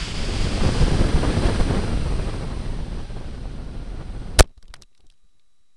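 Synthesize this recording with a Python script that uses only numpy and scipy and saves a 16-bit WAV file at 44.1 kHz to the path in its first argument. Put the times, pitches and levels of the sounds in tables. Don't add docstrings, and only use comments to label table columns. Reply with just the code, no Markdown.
import sys
import numpy as np
from scipy import signal
from scipy.fft import rfft, irfft
from scipy.io import wavfile
from scipy.ndimage import uniform_filter1d

SR = 44100
rng = np.random.default_rng(int(sys.argv[2]) if len(sys.argv) > 2 else 0)


def decibels_to_gain(level_db):
    exponent = np.asarray(level_db, float) / 20
    return 10 ** exponent


def materialize(psi):
    bounded = np.clip(np.atleast_2d(psi).T, -1, 1)
    quanta = np.round(bounded * 32767).astype(np.int16)
    wavfile.write(sys.argv[1], SR, quanta)


N = 254016
T = np.arange(N) / SR
SETTLED_S = 4.4296


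def noise():
    return rng.standard_normal(N)


def colour(x, points):
    hz, db = np.transpose(points)
    f = np.maximum(np.arange(N // 2 + 1) * SR / N, 1)
    gain_db = np.interp(np.log(f), np.log(hz), db, left=-90, right=-120)
    return irfft(rfft(x) * decibels_to_gain(gain_db), N)


def band(x, lo_hz, hi_hz):
    return signal.sosfilt(signal.butter(2, [lo_hz, hi_hz], "bandpass", fs=SR, output="sos"), x)


def unit(x, lo_hz, hi_hz):
    power = np.abs(rfft(x)) ** 2
    in_band = power[int(lo_hz * N / SR):int(hi_hz * N / SR)].sum()
    return x * N / np.sqrt(2 * in_band)


def even(x, span_s):
    k = int(span_s * SR)
    power = uniform_filter1d(uniform_filter1d(x ** 2, k), k)
    return x / np.sqrt(power)


def walk(rate_hz):
    k = int(SR / rate_hz)
    held = np.repeat(rng.standard_normal(N // 40), k)[:N]
    slewed = uniform_filter1d(uniform_filter1d(held, k), k)
    return slewed / slewed.std()


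def bell(s, length_s):
    return np.exp(-.5 * ((T - s) / length_s) ** 2)


def course(points):
    return np.interp(T, *np.transpose(points))


# time_s, level_db
THRUST = [
    (0, -35),
    (.55, -37),
    (.9, -38.5),
    (1.2, -50),
    (1.5, -55),
    (2.2, -62),
    (2.8, -74.5),
]
# frequency_hz, level_db per Hz
JET = [(350, -35.5), (600, -9.5), (1010, -4), (1610, -3.5), (1760, -3), (3120, 1), (3960, -4), (4850, 1.5),
       (5800, -7.5), (8270, -10.5), (10100, -18), (11800, -32.5), (12400, -49), (16100, -77), (22000, -120)]


def motor_jet(small_db):
    nozzle = decibels_to_gain(-15) * unit(band(noise(), 4500, 4800), 20, 12000)
    jet = unit(colour(noise(), JET), 2000, 5500) + nozzle
    return jet * decibels_to_gain(course(THRUST) + 0.21 * small_db + 0.64 * walk(30))


# time_s, speed_m_s
AIRSPEED = [(0, 28), (.25, 38.7), (.5, 45), (.75, 53.3), (1.0, 52.8), (1.4, 57.3), (1.75, 49), (2.15, 41.8),
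            (2.45, 36.5), (2.9, 27), (3.2, 26), (3.6, 23), (4.3, 24)]


def wind_db(top_db, power):
    return top_db + 20 * power * np.log10(course(AIRSPEED) / 56)


# centre_s, small_eddies_db, large_eddies_db, length_s
GUSTING = [(0.05, -3, 1, .03), (0.134, -10, 0, 0.0051), (0.22, 0, 3, 0.011), (0.347, 2.5, 2, .04),
           (0.447, 1, 10, 0.021), (0.659, 5, 7.5, 0.032), (0.716, -3, 0, 0.015), (0.825, 3.5, 11, 0.022),
           (0.933, 1.5, 9, 0.022), (1.01, 5.5, 9, 0.013), (1.055, 1.5, 4, 0.0082), (1.119, -5, -10, 0.0087),
           (1.156, -0.5, 11.5, 0.014), (1.293, 1, 3, 0.025), (1.374, -0.5, 6.5, 0.017),
           (1.467, 4.5, 4, 0.027), (1.608, 4, 8.5, 0.0086), (1.655, -11, 5.5, 0.011),
           (1.721, 4.5, 1, 0.057), (1.922, 1, 2, 0.011), (2.053, -3, 6, 0.073), (2.191, 2, 5.5, 0.0078),
           (2.383, -1.5, -0.5, .05), (2.428, 3, -5, 0.015), (2.696, -1, 3, 0.019), (2.798, -1, 4.5, .025),
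           (2.985, 3, 2.5, 0.035), (3.071, -8, 0, 0.031), (3.2, 0.5, -3, 0.033), (3.998, 4, 0, 0.022)]


def gusting():
    small_db = sum(db * bell(s, length) for s, db, _, length in GUSTING)
    large_db = sum(db * bell(s, length) for s, _, db, length in GUSTING)
    return small_db, large_db


# frequency_hz, level_db per Hz
RUMBLE = [(7.1, -29), (12, 3), (22, 0.5), (59, -1.5), (145, -10), (220, -18.5), (300, -24), (390, -42),
          (660, -120)]
# frequency_hz, level_db per Hz
BUFFET = [(80, -11.5), (200, 1.5), (400, -2.5), (800, -12.5), (1600, -22), (3200, -35.5), (6000, -45)]


def airstream(rumble_db, throb_db, buffet_db):
    packets = 2.0 * walk(45) + 1.7 * walk(110)
    packets = packets - uniform_filter1d(packets, SR // 12)
    large = colour(noise(), RUMBLE) * decibels_to_gain(0.3 * packets + 2.0 * walk(27))
    heave = even(band(large, 14, 62), 0.12)
    throb = even(band(large, 42, 300), 0.05)
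    eddies = even(colour(noise(), BUFFET) * decibels_to_gain(packets), 0.054)
    eddies = eddies - 0.23 * band(eddies ** 2, 50, 5000)
    buffet = decibels_to_gain(buffet_db - 0.6) * unit(eddies, 230, 2300)
    return decibels_to_gain(rumble_db) * heave + decibels_to_gain(throb_db) * throb + buffet, packets


def crackle(buffet_db):
    spikes = band(noise(), 900, 4200) * decibels_to_gain(2.9 * walk(160) + 0.49 * walk(30))
    return decibels_to_gain(buffet_db - 17.0) * unit(spikes, 20, 12000)


# frequency_hz, level_db per Hz
STREAM = [(700, -24.5), (1100, -5.5), (2300, -8.5), (3350, -8.5), (3700, -10.5), (4400, -9.5), (4900, -8.5),
          (5400, -14), (6900, -22.5), (8900, -12.5), (10700, -26.5), (11800, -33.5), (12400, -45.5)]
# frequency_hz, width_hz, level_db
PORT = [
    (4074, 170, -2),
    (5874, 247, -6),
]


def boundary_layer(small_db, packets):
    stream = unit(colour(noise(), STREAM), 7800, 16000)
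    for hz, width, db in PORT:
        stream = stream + decibels_to_gain(db) * unit(band(noise(), hz - width / 2, hz + width / 2), 20, 12000)
    speed_db = np.interp(T, [0, .6], [-4, -.5])
    level_db = wind_db(-46, 2.514) + 0.055 * small_db + speed_db
    return stream * decibels_to_gain(level_db + 0.073 * packets + 0.44 * walk(11))


# frequency_hz, level_db per Hz
HISS = [(88, -32.5), (150, -9.5), (1080, -19.5), (1170, -17), (2990, -18), (4020, -13.5), (4250, -17.5),
        (7670, -17), (12400, -25), (16100, -65), (22000, -120)]
# pitch_hz, level_db rms
WHINE = [
    (1200, -88.5),
    (3892, -82),
    (4802, -98.5),
    (5599, -90.5),
    (7402, -100.5),
    (7790, -100),
    (9598, -96),
    (10637, -99),
]


def electronics():
    lines = sum(decibels_to_gain(db) * np.sqrt(2) * np.sin(2 * np.pi * hz * T) for hz, db in WHINE)
    return decibels_to_gain(-75.5) * unit(colour(noise(), HISS), 200, 12000) + lines


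def fins():
    shed_hz_per_m_s = 30.3
    phase = 2 * np.pi * np.cumsum(shed_hz_per_m_s * course(AIRSPEED)) / SR
    locked = np.interp(T, [.5, .75], [0, 1])
    tone = 0
    for harmonic, top_db, power in [(1, -47, 1.7), (2, -54.5, 0.96)]:
        wave = walk(190) * np.cos(harmonic * phase) + walk(190) * np.sin(harmonic * phase)
        tone = tone + decibels_to_gain(wind_db(top_db, power)) * wave
    return locked * tone


# time_s, level_db
SMOULDER = [
    (1.8, -68),
    (2.9, -54),
    (3.4, -57.5),
    (4.37, -67),
]


def smoulder():
    return decibels_to_gain(course(SMOULDER)) * unit(band(noise(), 2300, 4700), 20, 12000)


# time_s, push in sample units (the converter wraps past .735)
SUCTION = [
    (4.3845, 0),
    (4.3918, -.64),
    (4.3921, 0),
    (4.393, -.1),
    (4.395, -1.1),
    (4.3975, -1.67),
    (4.3987, -2.27),
    (4.3992, -2.17),
    (4.408, -2.17),
]
# full_s, level_rms, rise_s, hold_s, fall_s
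PUFFS = [
    (4.391, .17, .0075, .0008, .003),
    (4.3934, .42, .0006, .0038, .0022),
    (4.3992, .006, .0002, .0112, .001),
    (4.4066, .045, .0004, 0, .0006),
    (4.4125, .009, .002, .0165, .0006),
    (4.4255, .018, .003, 0, .004),
]


def ejection():
    gas = 0
    for s, rms, rise, hold, fall in PUFFS:
        gas = gas + rms * np.interp(T, [s - rise, s, s + hold, s + hold + fall], [0, 1, 1, 0]) ** 2
    pinned = T - SUCTION[-2][0]
    freed = T - SUCTION[-1][0]
    ring = .45 * np.sin(np.pi * 270 * pinned) ** 2 * np.exp(-np.abs(pinned) / .003)
    push = course(SUCTION) + (ring - 2 * gas) * (pinned > 0)

    def sag(late_s):
        hold_s, decay_s = .0026, .0085
        return np.exp(-np.maximum(late_s - hold_s, 0) / decay_s)

    rest = sag(SETTLED_S - SUCTION[-1][0])
    back = .71 * np.maximum(sag(freed) - rest, 0) / (1 - rest)
    gas_spectrum = [(300, -3.5), (2500, -2.5), (4800, 4.0), (6800, -9.5), (9000, -2.5), (11500, -22.0)]
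    rasp = unit(colour(noise(), gas_spectrum), 20, 9800)
    return np.where(freed > 0, back, push) + gas * rasp


# centre_s, buffet_db, length_s
TUMBLE = [(4.433, -44.5, 0.016), (4.496, -65.5, 0.02), (4.58, -59.5, .005), (4.639, -64.5, .008),
          (4.7, -65.5, 0.04), (4.785, -60.5, .03), (4.826, -61, 0.0087), (4.916, -80, .008),
          (5.003, -68.5, 0.0088), (5.051, -66, 0.012), (5.128, -79, 0.02), (5.254, -76, 0.0099),
          (5.358, -80, 0.019)]


def tumbling(lift_db, still_db):
    gusts = sum(decibels_to_gain(db) * bell(s, length) for s, db, length in TUMBLE)
    return 20 * np.log10(gusts * decibels_to_gain(lift_db) + decibels_to_gain(still_db))


# start_s, peak_db, pitch_hz, thud_db
SNAPS = [(4.4554, -62, 3200, 5), (4.4747, -54, 3920, -14), (4.494, -63, 3860, 1),
         (4.6268, -40, 4500, -10.5), (4.655, -53, 2980, -18), (4.681, -44.5, 4420, -18),
         (4.7114, -67, 2610, 7), (4.7399, -28, 4200, -1), (4.8158, -51, 4930, -4),
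         (4.8214, -31, 4800, -14.5), (4.833, -42.5, 3900, -19), (4.9494, -51.5, 3240, -17.5),
         (5.006, -51, 3830, -20), (5.0674, -50.5, 5390, -25), (5.1006, -44.5, 3870, -18),
         (5.123, -55, 4770, -9)]
# start_s, peak_db, pitch_hz, thud_db
BUMPS = [(4.441, -54, 2810, -0.5), (4.511, -67, 3870, 2), (4.577, -51, 4160, -9), (4.6417, -65, 3880, 5.5),
         (4.7024, -58, 3190, 0), (4.755, -53, 2790, 4), (4.764, -49, 4740, 0), (4.9284, -65, 3270, -27),
         (4.9768, -50, 4500, -14), (5.113, -57, 4690, -12), (5.1374, -60, 3880, -18),
         (5.1773, -66, 3890, -16.5), (5.2906, -66.5, 3900, -18.5), (5.3958, -56, 3640, -26)]


def knocks():
    out = np.zeros(N + 4096)
    t = np.arange(4096) / SR
    rows = [r + (-10.5, 0.018) for r in SNAPS] + [r + (-16.5, 0.027) for r in BUMPS]
    for s, db, hz, thud_db, top_db, t60 in rows:
        rattle = rng.standard_normal(4096) * np.minimum(t / 0.0015, 1) * 1000 ** (-t / t60)
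        tick = band(rattle * np.exp(-t / 0.0011), 900, 8900)
        parts = [(band(rattle, hz * .62, hz * 1.27), 0), (band(rattle, 6000, 8800), top_db),
                 (band(rattle, 680, 3000), thud_db + 3.5), (tick, -6.5)]
        i = int((s - .0008) * SR)
        out[i:i + 4096] += sum(decibels_to_gain(db + gain_db) * part / np.abs(part).max() for part, gain_db in parts)
    return out[:N]


# centre_s, peak_db, length_s
SWINGS = [(4.491, -39, 0.027), (4.581, -40.5, 0.0073), (4.654, -37.5, 0.023), (4.705, -34.5, 0.0096),
          (4.776, -40, 0.05), (4.854, -46.5, 0.021), (5.038, -50, 0.0079), (5.089, -43, 0.027),
          (5.240, -53, 0.014), (5.290, -57, 0.024), (5.476, -65, 0.012), (5.521, -68.5, .010),
          (5.607, -62, 0.0076), (5.656, -70, 0.024)]


def swings():
    out = np.zeros(N)
    for s, db, length in SWINGS:
        u = (T - s) / (.5 * length)
        out += decibels_to_gain(db) * u * np.exp(.5 - .5 * u ** 2)
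    return out


def scene():
    climbing = T < SETTLED_S
    small_db, large_db = gusting()
    rumble_db = np.where(climbing, wind_db(-21.5, 1.09) + large_db, tumbling(9, -80))
    throb_db = np.where(climbing, wind_db(-22, 1.47) + 0.74 * large_db + 0.55 * small_db, rumble_db - 1)
    flutter_db = 0.72 * walk(38.05)
    buffet_db = np.where(climbing, wind_db(-27, 2.32) + small_db + flutter_db, tumbling(0, -95))
    air, packets = airstream(rumble_db, throb_db, buffet_db)
    thin = motor_jet(small_db) + boundary_layer(small_db, packets) + fins() + smoulder()
    free = np.interp(T, [4.378, 4.388, 4.428, 4.440], [1, 0, 0, 1])
    stiff = .6
    wind = free * (stiff * np.tanh(air / stiff) + crackle(buffet_db) + thin * climbing)
    offset = np.where(climbing, .0035, -.0035)
    return (wind + electronics() + ejection() + knocks() + swings() + offset)[None]


def roll_off(x):
    return signal.sosfilt(signal.butter(12, 17040, fs=SR, output="sos"), x)


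def record(dry):
    full_scale = .735
    wrapped = (dry + full_scale) % (2 * full_scale) - full_scale
    slow = signal.sosfiltfilt(signal.butter(7, 11700, fs=SR, output="sos"), wrapped)
    overloaded = (wrapped != dry).any(axis=0)
    leak = (wrapped - slow) * overloaded * (np.abs(T - 4.4) < .012)
    held = np.clip(slow, -.76, .78) + decibels_to_gain(-20.5) * leak
    edge = signal.ellip(11, 1, 85, 16150, fs=SR, output="sos")
    return roll_off(signal.sosfilt(edge, held))


dry = scene()
out = record(dry)
materialize(out)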